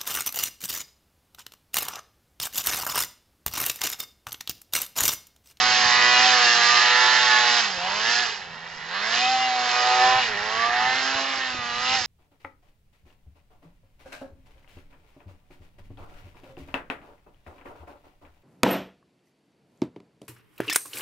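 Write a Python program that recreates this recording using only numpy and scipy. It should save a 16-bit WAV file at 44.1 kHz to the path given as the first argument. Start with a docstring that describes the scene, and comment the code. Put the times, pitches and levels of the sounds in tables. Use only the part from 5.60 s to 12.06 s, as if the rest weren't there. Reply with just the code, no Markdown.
"""A two-cylinder two-stroke snowmobile is revved up and down in deep snow on an open slope, some way off.
The exhaust sings on multiples of the crank speed over a roar of noise that puffs with each firing.
The track adds a whine and its octave in three passages; the roar has a close echo from the snow.
Low lumpy wind noise and small ringing knocks reach a hand-held microphone pair, and its housing
colours the sled differently on each side."""
import sys
import numpy as np
from scipy import signal
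from scipy.fft import rfft, irfft
from scipy.io import wavfile
from scipy.ndimage import map_coordinates

SR = 44100
rng = np.random.default_rng(int(sys.argv[2]) if len(sys.argv) > 2 else 0)


def boost_factor(decibels):
    """Convert a level in decibels to a linear amplitude factor."""
    exponent = np.asarray(decibels, float) / 20
    return 10 ** exponent


def materialize(psi):
    """Save the field psi as 16-bit PCM at rate SR to the path in sys.argv[1].

    A 1-D psi becomes a single channel; in a 2-D psi each row is a channel.
    """
    bounded = np.clip(np.atleast_2d(psi).T, -1, 1)
    quanta = np.round(bounded * 32767).astype(np.int16)
    wavfile.write(sys.argv[1], SR, quanta)


N = 284886


def rms_one(x):
    """Scale to rms 1."""
    return x / np.sqrt(np.mean(x ** 2) + 1e-20)


def in_time(rows):
    """Columns of a table, after its time column, at every sample."""
    s, *columns = np.transpose(rows)
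    return [np.interp(np.arange(N) / SR, s, column) for column in columns]


def at_hz(points, hz):
    """Read a spectrum on a log frequency axis."""
    hz_points, values = np.transpose(points)
    return np.interp(np.log(hz + 1), np.log(hz_points + 1), values)


def drift(rate_hz):
    """Slow chance: random knots of spread 1, two per cycle of the rate, joined by cosine blends."""
    knots = rng.standard_normal(400)
    at = np.arange(N) / SR * rate_hz * 2
    k = at.astype(int)
    blend = 0.5 - 0.5 * np.cos(np.pi * (at - k))
    return knots[k] * (1 - blend) + knots[k + 1] * blend


def band(x, low_hz, high_hz, order=2):
    """Butterworth band-pass."""
    return signal.sosfilt(signal.butter(order, [low_hz, high_hz], "band", fs=SR, output="sos"), x)


def shaped(x, spectrum):
    """Colour a noise by a spectrum in dB."""
    hz = np.arange(N // 2 + 1) * SR / N
    return irfft(rfft(x) * boost_factor(at_hz(spectrum, hz)), N)


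def exhaust(speed, roar_db, bright_db, tone_db, sixth_db):
    """Every crank multiple is a tone, most coloured by the pipe; each comes and goes as the sled turns."""
    # deep tones as the sled turns: start_s, firing_tone_db, lift_of_other_low_multiples_db
    deep_tones = [(0, -49.5, -1.5), (.58, -45.5, -0.5), (.7, -44.5, 0), (1.25, -54.5, -1.5), (1.7, -53, -3),
                  (2.0, -48.5, -1.5), (2.6, -49.5, -5.5), (2.76, -63, -1.5), (2.95, -51, 11),
                  (3.17, -61, 12.5), (3.38, -49, -6), (3.9, -49.5, -1.5), (4.43, -58.5, 7.5), (4.6, -52, 4),
                  (5.1, -53.5, -0.5), (5.4, -44, -2.5), (5.62, -41.5, 2), (5.82, -49.5, -2.5),
                  (6.35, -50, 1.5), (6.46, -62, 1.5)]
    # colour of the exhaust tones in the pipe: frequency_hz, level_db
    pipe_colour = [(330, -22), (430, -5.5), (520, -11), (630, -8.5), (760, 3.5), (900, -4.5), (1100, -2),
                   (1330, -3), (1700, -1.55), (1950, -4.5), (2330, -10), (2850, -6), (3300, -8),
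                   (4200, -6.5), (5200, -18), (6000, -19), (7000, -21.5), (8000, -46)]
    # single tones that swell for a moment: middle_s, length_s, crank_multiple, swell_db
    swells = [(0.176, 0.34, 7, 5.5), (.4, 0.36, 10, 0), (.45, 0.79, 9, 2.5), (0.43, 0.36, 16, 6),
              (.52, 0.51, 19, 8), (.55, .5, 20, 8.5), (.54, 0.28, 23, 10), (0.605, 0.11, 8, 0.5),
              (0.903, 0.34, 23, 14), (.92, 0.28, 15, 11.5), (0.955, 0.51, 14, 5.5), (1.07, .7, 10, 7),
              (1.29, .45, 15, 12.5), (1.4, 0.44, 8, 3.5), (1.423, 0.57, 11, 7), (1.546, 0.99, 14, 9.5),
              (1.647, 1, 7, 12), (1.759, 0.23, 9, 1), (2.239, 0.17, 8, 13.5), (2.33, .2, 9, 13.5),
              (2.486, 0.26, 15, 8), (2.58, .2, 14, 8), (3.495, .2, 15, 2.5), (3.634, 0.15, 20, 13.5),
              (3.723, 0.41, 16, 9), (3.817, 0.18, 22, 13), (4.17, 0.16, 20, 16.5), (4.324, 0.73, 10, 8.5),
              (4.475, 0.37, 8, 6), (4.498, 0.65, 14, 9.5), (4.731, 0.28, 4, 10), (4.824, 0.23, 8, 10.5),
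              (5.021, .55, 10, 15.5), (5.148, .25, 15, 10), (5.25, 0.57, 14, 6), (5.235, 0.3, 7, 11),
              (5.24, 0.22, 8, 6), (5.335, 0.2, 16, 10), (5.335, 0.15, 12, 9.5), (5.542, .3, 5, 7.5),
              (5.832, 0.14, 14, 7), (6.126, 0.66, 10, 8), (6.25, 0.33, 16, 8.5)]
    t = np.arange(N) / SR
    firing_db, low_lift_db = in_time(deep_tones)
    own_level_db = {1: roar_db - 31.5, 2: firing_db, 6: sixth_db}
    # firings do not come quite evenly, least so when coasting: high multiples blur
    coasting = np.clip((-40 - roar_db) / 4, 0, 1)
    jitter_turns = 0.0045 + 0.03 * coasting
    uneven_turns = np.cumsum(speed) / SR + jitter_turns * drift(25.0)
    # a geared shaft hums at 1.58 times the crank speed
    out = boost_factor(roar_db - 27 + 3.0 * drift(1.5)) * np.sin(2 * np.pi * 1.58 * uneven_turns)
    for k in range(1, 58):
        if k in own_level_db:
            level_db = own_level_db[k] + 1.43 * drift(12.0)
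        else:
            low = np.clip((10 - k) / 3, 0, 1)
            level_db = tone_db + low * low_lift_db + at_hz(pipe_colour, k * speed)
            level_db -= 3 * (k % 2)  # odd multiples are weaker, as the two cylinders nearly match
            level_db += bright_db * np.clip((k - 20) / 15, 0, 1)  # high ones share the treble's swing
            waver_db = 2.8 * (1 + k / 40)
            level_db += waver_db * np.minimum(drift(4.0 + k / 8), 1.2)
        for middle_s, length_s, multiple, swell_db in swells:
            if round(multiple) == k:
                level_db += swell_db * np.cos(np.pi * np.clip((t - middle_s) / length_s, -0.5, 0.5))
        tone = np.sin(2 * np.pi * (k * uneven_turns + rng.random()))
        out += boost_factor(level_db) * np.sqrt(2) * tone
    return out


def roar(turns, roar_db, bright_db, rasp_db, body_db):
    """Intake, exhaust and thrown snow: noise that puffs twice a turn, one cylinder stronger."""
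    # colour of the noise within the bands: frequency_hz, relative_level_db
    roar_colour = [(200, -36.5), (340, -16.5), (545, -17.5), (750, -13.5), (1200, -12.5), (1800, -2),
                   (2320, -7), (2850, -3.5), (3300, -8), (5200, -2.5), (5700, -10.5), (6700, -13),
                   (7500, -20.5), (8000, -31.5), (8600, -45)]
    puff, uneven_pair, patchy_db = 0.2, 0.12, 1.3
    beat = 1 + puff * np.cos(4 * np.pi * turns) + uneven_pair * np.cos(2 * np.pi * turns)
    white = rng.standard_normal((2, N)) * beat
    # low_hz, high_hz, level over the roar in dB
    parts = [(322, 564, body_db - 15.0), (640, 1364, body_db - 0.5), (1520, 2240, rasp_db - 0.5),
             (2335, 3980, -0.52), (4230, 8840, bright_db - 0.3)]
    out = 0
    for k, (low_hz, high_hz, over_db) in enumerate(parts):
        # neighbouring bands take turns on two separate noises
        noise = rms_one(band(shaped(white[k % 2], roar_colour), low_hz, high_hz, order=3))
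        out = out + boost_factor(roar_db + over_db + patchy_db * drift(9.0)) * noise
    return out


def off_the_snow(x):
    """A close echo from the snow, its delay wandering as the sled rocks."""
    delay_s, wander_s, echo_db = 0.0022, 0.0004, -10
    late = np.arange(N) - SR * (delay_s + wander_s * drift(1.5))
    echo = boost_factor(echo_db) * map_coordinates(x, [late], order=3)
    return (x + echo) / np.sqrt(1 + boost_factor(2 * echo_db))


def wind():
    """Wind on the microphone: lumpy low noise, partly its own in each port, stronger on the right."""
    # strength ahead of the lumps and the side offsets: start_s, level_db
    wind_strength = [(0, -46), (.5, -51.5), (1.2, -55.5), (2.2, -57), (3.2, -55.5), (4.2, -56.5),
                     (4.55, -47.5), (5.3, -50), (5.5, -61.5), (5.87, -60), (5.97, -45.5), (6.1, -51.5),
                     (6.46, -48)]
    # colour of the wind noise: frequency_hz, relative_level_db
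    wind_colour = [(15, 1.5), (30, -8), (65, 2.5), (120, -0.5), (200, 0.5), (260, 0.5), (400, -21),
                   (800, -60.5)]
    alike, lumpy_db = 0.78, 2.2  # alike: share of the power common to both ports
    mid, side = (rms_one(shaped(rng.standard_normal(N), wind_colour)) for _ in range(2))
    pair = np.sqrt(alike) * mid + np.sqrt(1 - alike) * side * [[1], [-1]]
    side_db = np.array([[-4.0], [2.5]])  # left, right
    return pair * boost_factor(in_time(wind_strength)[0] + lumpy_db * drift(7.6) + side_db)


def track():
    """Track lugs on the drive wheels: a whine and its octave while the track spins fast."""
    # one list for each passage: start_s, pitch_hz, whine_level_db
    passages = [
        [(.12, 1085, -46), (.22, 1045, -35), (.33, 1018, -33), (.45, 1025, -35), (.55, 1050, -39),
         (.64, 1085, -46)],
        [(1.2, 985, -46), (1.33, 1025, -40), (1.45, 1065, -40), (1.6, 1105, -37), (1.75, 1100, -34),
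         (1.88, 1075, -37), (2.02, 1020, -36)],
        [(4.15, 1005, -48), (4.3, 1045, -43), (4.5, 1130, -44)],
    ]
    octave_db, fade_s = -3.0, 0.016
    t, out = np.arange(N) / SR, 0
    for rows in passages:
        s, pitch_hz, level_db = np.transpose(rows)
        fade = np.clip(np.minimum(t - s[0], s[-1] - t) / fade_s, 0, 1)
        phase = 2 * np.pi * np.cumsum(np.interp(t, s, pitch_hz)) / SR
        whine = np.sin(phase) + boost_factor(octave_db) * np.sin(2 * phase)
        out = out + fade * boost_factor(np.interp(t, s, level_db)) * np.sqrt(2) * whine
    return out


def knocks():
    """Each knock is a short dull click and a lower thud, both ringing briefly in the housing."""
    # knocks on the housing, levels ahead of the trims below: start_s, click_db, thud_db
    knock_list = [(0.253, -45, -37), (0.6, -36, -63), (1.347, -40, -67), (2.177, -39, -47),
                  (2.482, -37, -52), (3.388, -52, -74), (3.582, -41.5, -70), (4.295, -40, -69),
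                  (4.449, -37, -67), (4.558, -53.5, -38), (5.087, -36, -66), (5.552, -40, -42.5),
                  (5.78, -40.5, -62), (5.947, -34.5, -57), (5.987, -44.5, -39.5), (6.412, -39, -43)]
    decay_s = 0.005
    out, t = np.zeros((2, N)), np.arange(3000) / SR
    click = np.exp(-t / decay_s) * (np.sin(2 * np.pi * 360 * t) + np.sin(2 * np.pi * 540 * t))
    thud = np.exp(-t / (2 * decay_s)) * np.sin(2 * np.pi * 115 * t)
    side_gain = boost_factor(np.array([[-2.5], [2.5]]))  # stronger on the right
    for start_s, click_db, thud_db in knock_list:
        burst = boost_factor(click_db + 1.5) * click + boost_factor(thud_db + 4.5) * thud
        i = round(start_s * SR)
        out[:, i:i + len(t)] += (burst * side_gain)[:, :N - i]
    return out


def housing(x):
    """The two ports hear the sled through their own shading; the slope scatters a little back."""
    # shading between the ports: frequency_hz, left_minus_right_db
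    shade = [(60, -4.5), (71, -3.5), (84, -3.5), (99, -3.0), (120, -3.0), (140, -3.0), (160, -2.0),
             (200, -2.0), (230, -2.0), (270, -2.0), (320, -1.5), (380, -2.0), (450, -4.0), (540, -5.0),
             (640, -3.0), (750, -2.5), (890, -2.0), (1050, -8.5), (1250, -7.5), (1480, -6.0), (1750, -6.5),
             (2070, -5.5), (2450, 4.5), (2900, 3.5), (3430, -3.0), (4060, -11.5), (4810, -11.0),
             (5690, -9.5), (6730, -6.0), (7970, -1.5)]
    # phase between the ports: frequency_hz, left_leads_by_rad
    phase_lead = [(0, 0), (430, -0.3), (780, -0.0), (1030, -0.8), (1290, 0.7), (1550, 0.2), (1980, 0.7),
                  (2240, 1.4), (2760, -0.2), (3530, -1.0), (3790, -0.8), (4220, 0.2), (4740, 0.2),
                  (5080, 0.8), (5430, 0.8), (5680, 1.3), (6120, 1.0), (6980, 1.5), (7490, 1.3), (7920, 0.1),
                  (8180, -0.1)]
    scatter_db, scatter_decay_s = -16, 0.0048
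    hz = np.arange(N // 2 + 1) * SR / N
    # each port takes half of the difference
    tilt, lead = boost_factor(at_hz(shade, hz) / 2), np.exp(0.5j * at_hz(phase_lead, hz))
    left, right = tilt * lead, 1 / (tilt * lead)
    mid = np.abs(left + right) / 2  # keeps the spectrum of the mono sum
    pair = np.array([irfft(rfft(x) * side / mid, N) for side in (left, right)])
    tail = rng.standard_normal((2, 6000)) * np.exp(-np.arange(6000) / (scatter_decay_s * SR))
    tail /= np.sqrt(np.sum(tail ** 2, axis=1, keepdims=True))
    return pair + boost_factor(scatter_db) * signal.fftconvolve(pair, tail, axes=1)[:, :N]


def scene():
    """Engine, track, wind and knocks; roar and wind together dip in a narrow low band."""
    # crank speed: start_s, turns_per_s
    crank_speed = [(0.0, 123.9), (0.16, 123.9), (0.31, 121.5), (0.57, 123.7), (0.66, 125.9), (0.71, 125.2),
                   (0.86, 120.3), (1.01, 118.9), (1.39, 123.7), (1.51, 124.4), (1.65, 123.9), (1.99, 119.4),
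                   (2.13, 92.0), (2.19, 87.4), (2.22, 88.9), (2.43, 111.1), (2.54, 119.3), (2.62, 122.8),
                   (2.71, 107.8), (2.9, 83.0), (2.95, 81.5), (3.07, 84.2), (3.2, 77.0), (3.27, 82.3),
                   (3.43, 105.7), (3.55, 119.1), (3.62, 124.2), (3.72, 129.1), (3.85, 127.8), (4.01, 123.7),
                   (4.12, 122.2), (4.39, 125.6), (4.59, 128.8), (4.7, 107.2), (4.755, 100.2), (4.94, 112.0),
                   (5.29, 128.0), (5.45, 132.8), (5.59, 135.1), (5.7, 134.7), (5.8, 132.2), (6.04, 120.4),
                   (6.11, 119.4), (6.17, 121.0), (6.355, 131.8), (6.44, 120.0), (6.46, 119.0)]
    # the engine as heard: start_s, roar_db, treble_over_roar_db, exhaust_tones_db, sixth_multiple_db
    engine = [(0.0, -27, 0.5, -32, -28.5), (0.2, -25.5, -0.5, -32.5, -29.5), (0.45, -27, -2, -29.0, -34.5),
              (0.65, -23.5, -1, -30.5, -22), (0.88, -27.5, 3, -31.5, -32), (1.2, -25.5, -2.5, -31.5, -35.5),
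              (1.45, -27, -1.5, -30, -37.5), (1.75, -25.5, -2, -31.0, -39.5), (2.0, -28.5, 2, -33.5, -30.5),
              (2.05, -28.5, -1.5, -53.5, -70), (2.16, -38, -1, -45, -45), (2.28, -32, -7, -41.5, -45.5),
              (2.5, -30, 1, -34, -37.5), (2.64, -29.5, -0.5, -40, -34.5), (2.72, -36, -1, -49, -67),
              (2.88, -46, -9, -57.5, -61), (3.2, -44, -5, -63.5, -61), (3.36, -42, -2.5, -38, -48.5),
              (3.55, -26, -4.5, -39, -35.5), (3.65, -28, -4.5, -37.5, -23.5), (3.9, -37.5, -1, -38, -23.5),
              (4.1, -31, -2.5, -37.5, -31.5), (4.43, -27.5, -4, -33.5, -17.5), (4.6, -28, -9.5, -35, -23.5),
              (4.64, -27.5, -5.5, -44.5, -50), (4.75, -34.5, -7, -47, -44), (4.85, -37, -3.5, -42, -43),
              (5.05, -34.5, -5.0, -39.0, -31.0), (5.27, -31.5, -6.5, -37, -24),
              (5.4, -31.0, -4.5, -36, -35), (5.6, -32.0, -3.5, -39, -37.5),
              (5.8, -34.0, -4.5, -39.5, -37.5), (6.0, -39.5, -5, -42.5, -44), (6.2, -35, -3.5, -41, -41.5),
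              (6.35, -28, -2.0, -36.5, -28.0), (6.4, -32, -1, -45.5, -33.5), (6.46, -34, -0.5, -47, -59)]
    # colour of the roar as the sled turns: start_s, rasp_over_roar_db, body_over_roar_db
    turning_colour = [(0, -2, -5.5), (.55, -3.5, -8.5), (1.2, 0.5, -5), (1.9, -2, -6), (2.2, -6.5, -1),
                      (2.5, -5, -5.5), (3.0, 1, 1), (3.4, 4, 0), (3.62, -12.5, -9), (3.9, -1, 0),
                      (4.5, -5, -3.5), (4.65, -2.5, -7), (4.85, 6, 2), (5.15, 1, -1.5), (5.5, -5, -2),
                      (6.1, -4, -4.5), (6.46, -3, -8)]
    speed = in_time(crank_speed)[0]
    roar_db, bright_db, tone_db, sixth_db = in_time(engine)
    rasp_db, body_db = in_time(turning_colour)
    tones = housing(exhaust(speed, roar_db, bright_db, tone_db, sixth_db) + track())
    puffing = roar(np.cumsum(speed) / SR, roar_db, bright_db, rasp_db, body_db)
    floor = housing(off_the_snow(puffing)) + wind()
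    notch_hz, notch_width_hz = 305, 80
    notch = signal.iirnotch(notch_hz, notch_hz / notch_width_hz, fs=SR)
    return tones + signal.lfilter(*notch, floor) + knocks()


def roll_off(x):
    """The treble ends steeply here."""
    return signal.sosfilt(signal.butter(12, 8570, fs=SR, output="sos"), x)


def record(dry):
    """The microphone pair's sound ends at a steep top edge, 60 dB down from 10534 Hz upward."""
    cut = signal.sosfilt(signal.cheby2(10, 60, 10534, fs=SR, output="sos"), dry)
    return roll_off(cut)


dry = scene()
out = record(dry)
materialize(out)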